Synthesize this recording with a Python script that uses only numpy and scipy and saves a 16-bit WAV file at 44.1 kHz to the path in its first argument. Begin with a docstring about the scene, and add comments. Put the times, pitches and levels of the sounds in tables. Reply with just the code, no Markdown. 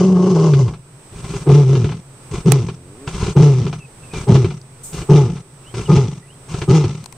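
"""A lion's long roar, close by in dry bush, runs out and gives way to shorter grunts, a rasping breath
before each. Heavy vocal folds give a deep tone that breaks into flutter as the push runs out; air
rushes through throat and open mouth, and soft tissue slaps. The bush returns a low echo.
Around the lion: insect trills, a few dry cracks, a faint moan, a whistling bird and a brief rustle,
over a bed of still air, hiss and a thin electronic whine."""
import sys
import numpy as np
from scipy import signal
from scipy.fft import rfft, irfft, next_fast_len
from scipy.io import wavfile
from scipy.ndimage import uniform_filter1d

SR = 44100
rng = np.random.default_rng(int(sys.argv[2]) if len(sys.argv) > 2 else 0)


def generate_wav(sig):
    """Save sig (samples, or channels by samples) to the path in sys.argv[1] as 16-bit PCM at SR."""
    pcm = np.round(np.clip(np.atleast_2d(sig).T, -1, 1) * 32767).astype(np.int16)
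    wavfile.write(sys.argv[1], SR, pcm)


N = 316197
T = np.arange(N) / SR

# Rushing air, in the in-breaths and in the background. Each row: frequency in Hz, level in dB.
AIR_SPECTRUM = [(450, 16), (700, 10), (900, 14), (1280, 12), (1800, 3), (2400, 8.5), (3200, 4.5),
                (4500, 2.5), (6000, 4), (8000, -2), (10000, -13), (15000, -44)]


def from_db(db):
    """Decibels as a gain."""
    return 10 ** (np.asarray(db) / 20)


def rms_one(x):
    """The same sound at an overall rms of 1."""
    return x / np.sqrt(np.mean(x ** 2) + 1e-20)


def evened(x, window_s=.04):
    """The same sound held at rms 1 from moment to moment."""
    return x / np.sqrt(np.abs(uniform_filter1d(x ** 2, int(window_s * SR) + 1)) + 1e-9)


def colour(x, points):
    """Filter by a spectrum of (Hz, dB) points; outside them it falls steeply."""
    hz, db = np.transpose(points)
    size = next_fast_len(len(x) + SR // 10)
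    f = np.maximum(np.fft.rfftfreq(size, 1 / SR), 1)
    skirts = np.minimum(f / hz[0], 1) ** 2 * np.minimum(hz[-1] / f, 1) ** 2
    gain = from_db(np.interp(np.log(f), np.log(hz), db))
    return irfft(rfft(x, size) * skirts * gain, size)[:len(x)]


def noise(points):
    """Noise at rms 1, coloured by (Hz, dB) points."""
    return rms_one(colour(rng.standard_normal(N), points))


def wide_noise(points):
    """Coloured noise that differs between left and right."""
    return np.array([noise(points), noise(points)])


def wobble(hz):
    """Random motion up to the given rate, spread 1."""
    lowpass = signal.butter(2, hz, fs=SR, output="sos")
    return rms_one(signal.sosfilt(lowpass, rng.standard_normal(N + SR))[SR:])


def curve(calls, column):
    """One column of a run of calls, joined in time; each row begins with its time in seconds."""
    rows = np.vstack(calls)
    return np.interp(T, rows[:, 0], rows[:, column])


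def sounding(calls, edge_s=0.01):
    """A gate: 1 during each call, 0 between them."""
    return sum(np.clip(np.minimum(T - rows[0][0], rows[-1][0] - T) / edge_s + 1, 0, 1) for rows in calls)


def bump(t, centre_s, width_s):
    """A smooth hump of height 1."""
    return np.exp(-((t - centre_s) / width_s) ** 2)


def bursts(times, levels_db, decay_s, rise_s):
    """An envelope that rises quickly at each time and dies away."""
    kicks = np.zeros(N)
    kicks[(np.asarray(times) * SR).astype(int)] = from_db(levels_db)
    tails = signal.lfilter([1], [1, -np.exp(-1 / (decay_s * SR))], kicks + 1e-18)
    return uniform_filter1d(tails, int(rise_s * SR) + 1)


def resonate(x, modes):
    """Parallel resonances (Hz, width in Hz, dB), each applied twice so that the valleys stay dark."""
    out = 0
    for hz, width, db in modes:
        r = np.exp(-2 * np.pi * width / SR)
        section = [(1 - r * r) / 2, 0, (r * r - 1) / 2, 1, -2 * r * np.cos(2 * np.pi * hz / SR), r * r]
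        out = out + from_db(db) * signal.sosfilt([section, section], x)
    return out


def pulses(cycles):
    """One click for each closing of the vocal folds."""
    return np.diff(np.floor(cycles), prepend=0)


def note(start, length, first_hz, last_hz, db, quaver):
    """A sine that swells and fades while its pitch glides and levels off."""
    out = np.zeros(N)
    on = (T > start) & (T < start + length)
    along = (T[on] - start) / length
    pitch = (first_hz + (last_hz - first_hz) * np.sin(np.pi / 2 * along)) * (1 + quaver[on])
    out[on] = from_db(db) * np.sin(np.pi * along) * np.sin(2 * np.pi * np.cumsum(pitch) / SR)
    return out


def mouth_air(points, spacing_hz=341.5, reflection=0.26):
    """Turbulence bounces between throat and lips; the tube's evenly spaced overtones make it hollow."""
    size = next_fast_len(N)
    f = np.fft.rfftfreq(size, 1 / SR)
    tube = 1 / (1 - reflection * np.exp(-2j * np.pi * f / spacing_hz))
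    return rms_one(irfft(rfft(noise(points), size) * tube, size)[:N])


def roars():
    """The long roar and the grunts: heavy folds drive chest and throat, sink in pitch, then flutter."""
    # The long roar's levels. Each row: time in seconds, then chest, throat and rushing air in dB.
    long_levels = [(0, -12, -14.5, -35), (.14, -10, -21, -46.5), (.27, -13.5, -16, -40.5),
                   (0.469, -11, -17, -37.5), (0.559, -9, -28, -43.5), (0.611, -10.5, -19, -37.5),
                   (0.638, -9.5, -31, -46.5), (0.698, -23.5, -32.5, -48.5), (0.809, -44, -63, -74)]
    # Its vocal folds. Each row: time in seconds, pitch in Hz, roughness from 0 to 1.
    long_folds = [(0, 191, 0.34), (0.201, 180, 0.18), (.3, 187, 0.36), (0.362, 160.5, 0.26),
                  (.48, 158, .22), (.54, 141, 0.19), (.61, 138, 0.36), (.67, 112, 0.01), (.7, 64, 0.75),
                  (0.809, 28, 0.8)]
    # The grunts. 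Each row: start, length, rise and length of the harsh opening in seconds, pitch in Hz,
    # stamina (1 fades evenly, more holds out longer), then base levels of chest, throat and air in dB.
    grunt_rows = [(1.465, .535, 0.02, 0.074, 146, 2.3, -6, -17.5, -35),
                  (2.454, 0.31, 0.0022, 0.07, 143, 1.14, -9.5, -20, -35.5),
                  (3.359, .44, .006, .07, 147, 1.6, -6.5, -18, -34),
                  (4.276, 0.31, 0.0048, .07, 137, 1.304, -8, -19, -35.5),
                  (5.093, .32, 0.003, .07, 146, 1.2, -7, -15.5, -35),
                  (5.889, .31, .003, .075, 143, 1.14, -9, -19, -34),
                  (6.684, 0.35, 0.0024, 0.043, 161, 0.94, -8.5, -18, -32)]
    # Resonances of chest, throat and mouth. Each row: frequency in Hz, width in Hz, gain in dB.
    chest_modes = [(142.2, 26.9, 11.5), (202, 21, -32), (52.2, 7.3, -5)]
    long_throat_modes = [(383.7, 31.2, 4), (605, 55, -7.5), (870, 67, -15), (1056, 72, -14),
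                         (1230, 85, -54)]
    grunt_throat_modes = [(239, 59, -6.5), (371, 55.4, 12), (540, 127, -11)]
    grunt_mouth_modes = [(762, 13, -15), (847, 31, -3.5), (1029, 23, -18.5), (1228, 13, -7)]
    # Colours of the chest's rumble and the rushing breath. Each row: frequency in Hz, level in dB.
    rumble_spectrum = [(25, -14), (52, -6.5), (70, -14.5), (100, 1.5), (150, 14), (220, -6), (300, -11.5)]
    long_air_spectrum = [(1200, -28), (1550, -18.5), (1900, -2.5), (2130, 0), (2450, -4.5), (2900, 4.5),
                         (3400, -2.5), (3750, -4), (4550, 0), (5000, 1), (5800, 2), (8000, -8), (9500, -16),
                         (11000, -23.5), (14000, -34)]
    grunt_air_spectrum = [(1300, 8.5), (1550, -9.5), (1850, 3.5), (2150, 1), (2700, 0.5), (3500, -1.5),
                          (4700, -4.5), (5700, 0), (7500, -10), (9000, -15), (11000, -31.5), (14000, -36)]
    mouth_opens_db_per_s = 1.8

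    calls, folds = zip((long_levels, long_folds), *(grunt(*row) for row in grunt_rows))
    chest_db, throat_db, air_db = (curve(calls, column) for column in (1, 2, 3))
    pitch = curve(folds, column=1)
    rough = np.clip(curve(folds, column=2), 0, 1)
    grunting = T > long_levels[-1][0] + .1

    jitter = np.exp((.01 + .3 * rough ** 2) * wobble(90))
    cycles = np.cumsum(pitch * jitter) / SR
    swing = np.sin(2 * np.pi * cycles)
    flutter = evened(from_db((2 + 2.5 * rough) * wobble(60)), window_s=.07)
    closings = pulses(cycles) * np.sqrt(SR / pitch) * flutter
    # Air escapes in a puff after every closing; the slacker the folds, the more the puffs stand apart.
    puffs = evened(np.exp((.25 + .4 * rough) * swing) * flutter ** .6, window_s=.06)
    turbulence = puffs * rng.standard_normal(N)

    tone = np.sqrt(2) * swing
    ringing = evened(resonate(closings + .35 * turbulence, chest_modes))
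    chest = evened((1 - rough) * tone + rough * ringing + 0.08 * noise(rumble_spectrum))

    rasp = closings + (.4 + .8 * rough) * turbulence
    # The upper resonances grow as the mouth opens wider through the run of grunts.
    opening = from_db(mouth_opens_db_per_s * (T - T.mean()))
    grunted = resonate(rasp, grunt_throat_modes) + opening * resonate(rasp, grunt_mouth_modes)
    roared = resonate(rasp + turbulence / 2, long_throat_modes)
    throat = evened(np.where(grunting, grunted, roared))

    air = np.where(grunting, mouth_air(grunt_air_spectrum), mouth_air(long_air_spectrum)) * puffs
    voice = from_db(chest_db) * chest + from_db(throat_db) * throat + from_db(air_db) * air
    return sounding(calls, edge_s=0.009) * voice


def over_ground(x):
    """The direct sound and its bounce off the ground cancel in narrow bands."""
    # Each row: frequency in Hz, width in Hz, share cancelled.
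    notches = [(634, 88, 1), (1860, 190, 0.95)]
    for hz, width_hz, share in notches:
        x = x - share * signal.lfilter(*signal.iirpeak(hz, hz / width_hz, fs=SR), x)
    return x


def stereo_image(x):
    """Direct sound, a touch earlier on the left, plus treble scatter off the ground to widen it."""
    # The lean to one side. Each row: frequency in Hz, left over right in dB.
    balance = [(200, 0.63), (380, -0.2), (1200, 1), (2400, -2.5), (4300, 4.5), (8000, 8.5), (14000, -2.5)]
    # The scatter's colour. Each row: frequency in Hz, scattered against direct sound in dB.
    scatter_spectrum = [(250, -24), (700, -20), (1400, -10), (3000, -6.5), (8000, -1)]
    t = T[:SR // 20]
    scatter = rng.standard_normal(len(t)) * np.exp(-t / 0.011)
    side = colour(signal.fftconvolve(x, scatter / np.linalg.norm(scatter))[:N], scatter_spectrum)
    lean = colour(x, [(10, 0.025)] + [(hz, db / 2) for hz, db in balance]) - x
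    left, right = x + lean + side, x - lean - side
    return np.array([left, np.append(0, right[:-1])])


def bush_echo(x, send_db, t60_s=2.2, build_s=0.049):
    """Distant trees send back a long, dull trail."""
    # Each row: frequency in Hz, gain in dB.
    echo_spectrum = [(60, 3), (135, -4.5), (200, -13), (400, -3), (1200, -8.5), (4000, -9.5),
                     (10000, -22.5)]
    t = T[:int(t60_s * SR)]
    trail = rng.standard_normal(len(t)) * from_db(-60 * t / t60_s) * (1 - np.exp(-t / build_s))
    echo = signal.fftconvolve(x, trail / np.linalg.norm(trail))[:N]
    return from_db(send_db) * colour(echo, echo_spectrum)


def still_air():
    """A steady bed of air over the bush, with a low rumble and a high hiss."""
    # Colours of the bush and of the hiss. Each row: frequency in Hz, level in dB.
    bush_spectrum = [(15, -49.5), (25, -25), (93, -13.5), (133, 2.5), (177, -12), (482, -17.5),
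                     (612, -18.5), (657, -20.5), (2020, -30), (3030, -52.5), (7500, -55), (9750, -59),
                     (16500, -120)]
    hiss_spectrum = [(6000, -40.5), (7500, 8.5), (9000, 2.5), (10200, -4), (11000, -5), (15500, -6.5)]
    air = from_db(-39.5) * noise(bush_spectrum) + from_db(-45) * wide_noise(AIR_SPECTRUM)
    rumble = from_db(-47) * noise([(15, -5.5), (50, -12), (90, -12)])
    hiss = from_db(-51.5) * wide_noise(hiss_spectrum)
    return air + rumble + hiss


def whine(left_over_right_db=-13.5):
    """Thin, steady electronic tones, off to the right."""
    # Each row: frequency in Hz, level in dB before panning.
    partials = [(7853, -68.5), (7881, -55), (8452, -73), (8511, -50.5)]
    tones = sum(from_db(db) * np.sqrt(2) * np.sin(2 * np.pi * hz * T) for hz, db in partials)
    return tones * from_db(np.array([[1], [-1]]) * left_over_right_db / 2)


def ducking(lion, threshold_db, depth, recovery_db_per_s, lag_s):
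    """A gain that sinks under each roar and creeps back up after it."""
    level_db = 10 * np.log10(np.abs(uniform_filter1d(lion ** 2, SR // 20)) + 1e-12)
    cut_db = depth * np.clip(level_db - threshold_db, 0, 14)
    recovery = recovery_db_per_s * T
    held_db = np.maximum.accumulate(cut_db + recovery) - recovery
    pole = np.exp(-1 / (lag_s * SR))
    smooth_db, _ = signal.lfilter([1 - pole], [1, -pole], held_db, zi=[held_db[0]])
    return from_db(-smooth_db)


def flaps():
    """Soft tissue snaps open: a wet slap in the mouth over a thump in the throat."""
    # Each row: start in seconds, slap level in dB, thump level in dB.
    hits = [(0.536, -23.5, -16.5), (0.681, -33, -35), (.736, -36.5, -33.5), (1.125, -55, -35),
            (1.243, -35.5, -25.5), (1.338, -36, -16.5), (1.49, -27.5, -10), (1.752, -25.5, -10),
            (1.843, -26, -11.5), (1.89, -31.5, -25), (1.919, -31.5, -24.5), (2.32, -47.5, -23.5),
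            (2.353, -28.5, -28.5), (2.686, -29, -20.5), (3.076, -24.5, -20), (3.228, -29.5, -11.5),
            (3.28, -28.5, -13.5), (3.666, -29, -19.5), (3.728, -28, -29), (4.136, -30.5, -22),
            (4.353, -20, -3.5), (4.445, -25, -12.5), (4.505, -31.5, -33), (5.016, -30.5, -23.5),
            (5.134, -26, -9), (5.368, -36, -44), (5.741, -32, -24), (5.792, -32, -17), (5.97, -24.5, -5.5),
            (6.54, -29, -19.5), (6.617, -23, -15), (6.841, -26, -9.5)]
    # Colours of slap and thump. Each row: frequency in Hz, level in dB.
    slap_spectrum = [(300, -15.5), (700, 7), (1250, 3.5), (1800, -4), (2500, 0), (6000, -15), (9000, -25),
                     (14000, -49)]
    thump_spectrum = [(40, -19), (110, 10), (170, 2), (260, -15.5), (400, 6), (560, -32.5), (900, -39.5)]
    starts, slap_db, thump_db = np.transpose(hits)
    slap = bursts(starts, slap_db, decay_s=0.014, rise_s=0.00048) * mouth_air(slap_spectrum)
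    thump = bursts(starts, thump_db, decay_s=0.015, rise_s=0.0046) * evened(noise(thump_spectrum))
    return slap + thump


def insects():
    """Thin, high, scratchy trills that wander a little in pitch."""
    # Each row: start in seconds, length in seconds, pitch in Hz, level in dB.
    trills = [(0.868, 0.15, 8970, -73), (1.199, 0.3, 9906, -70), (2.12, 0.38, 9436, -63),
              (2.855, 0.42, 8980, -59), (3.698, .15, 10170, -61), (3.88, 0.5, 9970, -61),
              (4.671, .2, 9230, -70), (5.148, 0.45, 9432, -65), (6.2, 0.19, 10300, -58)]
    quaver = .007 * wobble(10)
    scratch = wobble(130)
    return scratch * sum(note(start, length, hz, hz, db, quaver) for start, length, hz, db in trills)


def gasp(start, swell_s, length, *crest_db):
    """One in-breath swells to a crest and eases off. Each row: time in seconds, throat and air in dB."""
    swell_db_per_s, ease_db_per_s = (43, 51.5), (78.5, 130)   # throat, air
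    t = np.array([0, min(swell_s, length), length])
    before_crest_db = np.outer(np.maximum(swell_s - t, 0), swell_db_per_s)
    after_crest_db = np.outer(np.maximum(t - swell_s, 0), ease_db_per_s)
    return np.column_stack([start + t, crest_db - before_crest_db - after_crest_db])


def gasps():
    """Air drawn in through the open mouth shakes the slack throat like a snore."""
    # Each row: start, swell and length in seconds, then throat and rushing air at the crest in dB.
    in_breaths = [(1.131, 0.24, .305, -26, -34.5), (2.315, .05, 0.1, -24, -35),
                  (3.074, 0.19, .255, -22, -29), (4.134, 0.058, 0.11, -26, -33.5),
                  (4.933, 0.045, 0.1, -25.5, -33.5), (5.748, .055, 0.15, -26, -33.5),
                  (6.49, 0.085, .155, -26.5, -35)]
    # The slack throat's colour. Each row: frequency in Hz, level in dB.
    throat_spectrum = [(30, -18.5), (55, 4), (90, -11), (150, 8.5), (260, -23.5), (400, -7), (520, -29),
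                       (700, -43)]
    breaths = [gasp(*row) for row in in_breaths]
    snore = evened(from_db(4 * wobble(45)), window_s=.08)
    throat = from_db(curve(breaths, column=1)) * evened(noise(throat_spectrum)) * snore
    air = from_db(curve(breaths, column=2)) * mouth_air(AIR_SPECTRUM) * snore ** 0.6
    return sounding(breaths) * (throat + air)


def grunt(start, length, rise_s, harsh_s, hz, stamina, *levels_db):
    """One push of air barks, surges, holds, catches and fades: level rows and fold rows for roars()."""
    # Changes of level for chest, throat and rushing air.
    attack_db, bark_db, surge_db = (-19, -5.5, -17.5), (2.5, 4, 1.5), (0.5, 0, 6)
    catch_db, fade_db = (-4, -6, -5.5), (-27.5, -35, -17.5)
    hold_s, settle_s = .085, .03
    t = np.linspace(0, length, 150)
    attack = np.exp(-t / rise_s)
    bark = bump(t, centre_s=rise_s + .012, width_s=0.033)
    surge = bump(t, centre_s=0.077, width_s=0.016)
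    catch = bump(t, centre_s=.19, width_s=.035) * (stamina - 1)   # more stamina, a harder catch
    spent = np.clip((t - hold_s) / (length - hold_s), 0, 1) ** stamina
    gestures = np.column_stack([attack, bark, surge, catch, spent])
    db = levels_db + gestures @ [attack_db, bark_db, surge_db, catch_db, fade_db]

    # The folds start harsh, settle into a near sine, sag in pitch and break into slow, uneven flaps.
    stages = [0, .33, .5, 1]   # share of the fade: clean, tired, slack, spent
    stage_hz, stage_rough = [hz, .8 * hz, 63.34, 29.83], [.16, 0.353, .9, 1]
    pitch_dip = .13 * bump(t, harsh_s - settle_s, settle_s / 2) + .08 * catch
    pitch = np.interp(spent, stages, stage_hz) * (1 - pitch_dip)
    harsh = .78 * np.clip((harsh_s - t) / settle_s + .5, 0, 1)
    rough = np.maximum(harsh, np.interp(spent, stages, stage_rough))
    return np.column_stack([start + t, db]), np.column_stack([start + t, pitch, rough])


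def cracks():
    """Dry splinterings close by, milliseconds long: a tick over a woody body; hard ones sizzle on top."""
    # Each row: start in seconds, tick level in dB, body against tick in dB, left over right in dB.
    snaps = [(2.52, -18.5, 14, -16), (4.615, -42.5, -20, 12), (7.041, -34.5, 6, 8),
             (7.0593, -28, 0.5, 11.5), (7.125, -36, 8, 11)]
    # Colours of tick, body and sizzle. Each row: frequency in Hz, level in dB.
    tick_spectrum = [(2500, -26), (4500, 7), (7000, -0.5), (10000, -13), (15000, -39)]
    body_spectrum = [(400, -14), (1000, 18.5), (1600, -11), (2300, 7.5), (3500, -7), (5000, -3.5),
                     (8000, -2)]
    sizzle_spectrum = [(5000, -7), (8000, 7), (12000, -5), (14000, -10), (16000, -24)]
    starts, tick_db, body_db, pan_db = np.transpose(snaps)
    bright, woody, sizzle = noise(tick_spectrum), noise(body_spectrum), noise(sizzle_spectrum)
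    sides = []
    for side in (1, -1):
        side_db = tick_db + side * pan_db / 2
        tick = np.abs(bursts(starts, side_db, decay_s=0.0019, rise_s=0.0002))
        body = np.abs(bursts(starts, side_db + body_db, decay_s=0.0019, rise_s=0.0002))
        sides.append(tick * bright + body * woody + body ** 1.39 * sizzle)
    return np.array(sides)


def moan():
    """A faint, rising voice from further off, soft and clean with the mouth nearly shut."""
    # Each row: time in seconds, pitch in Hz, level in dB.
    contour = [(2.76, 86, -45), (2.87, 89.1, -44), (2.95, 104.4, -41), (3.0, 132.4, -43),
               (3.04, 141.3, -36.5), (3.08, 143, -41)]
    # The muffled throat. Each row: frequency in Hz, gain in dB.
    throat_spectrum = [(60, 17), (130, -1), (280, 4), (420, 3), (700, -19), (1500, -34)]
    cycles = np.cumsum(curve([contour], column=1)) / SR
    voice = evened(colour(pulses(cycles), throat_spectrum))
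    return sounding([contour], edge_s=0.017) * from_db(curve([contour], column=2)) * voice


def bird():
    """Gliding whistles that quaver in pitch and level."""
    # Each row: start and length in seconds, first and last pitch in Hz, level in dB.
    whistles = [(3.782, 0.088, 2830, 2535, -45.5), (4.017, 0.059, 2750, 2586, -48),
                (4.09, .15, 2560, 2268, -39.5), (5.632, 0.098, 2500, 3220, -45),
                (5.846, 0.042, 3229, 2749, -38.5), (6.21, .06, 1880, 2024, -51),
                (6.265, 0.091, 2297, 3255, -49.5)]
    quaver = .016 * wobble(200)
    flicker = from_db(3.7 * wobble(60))
    return flicker * sum(note(*row, quaver) for row in whistles)


def rustle():
    """A high swish that starts at once and dies away."""
    # Each row: frequency in Hz, level in dB.
    swish_spectrum = [(5000, -14), (6500, -4), (8500, 6), (11000, -17), (13500, -8), (16000, -21)]
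    swish = bursts(times=[4.835], levels_db=[-31.5], decay_s=0.094, rise_s=0.0094)
    return swish * wide_noise(swish_spectrum)


def scene():
    """The lion in front, small sounds around it; air, whine and echo duck while it roars."""
    lion = over_ground(roars() + gasps() + flaps())
    bed = still_air() + whine() + bush_echo(lion, send_db=-20)
    duck = ducking(lion, threshold_db=-25, depth=0.85, recovery_db_per_s=24, lag_s=0.14)
    return stereo_image(lion) + bed * duck + bird() + insects() + moan() + rustle() + cracks()


def record(dry):
    """The loudest swings overload and flatten; the top is cut."""
    stopband_hz = 16500
    clipped = dry / (1 + dry ** 12) ** (1 / 12)
    return signal.sosfilt(signal.cheby2(12, 60, stopband_hz, fs=SR, output="sos"), clipped)


dry = scene()
out = record(dry)
generate_wav(out)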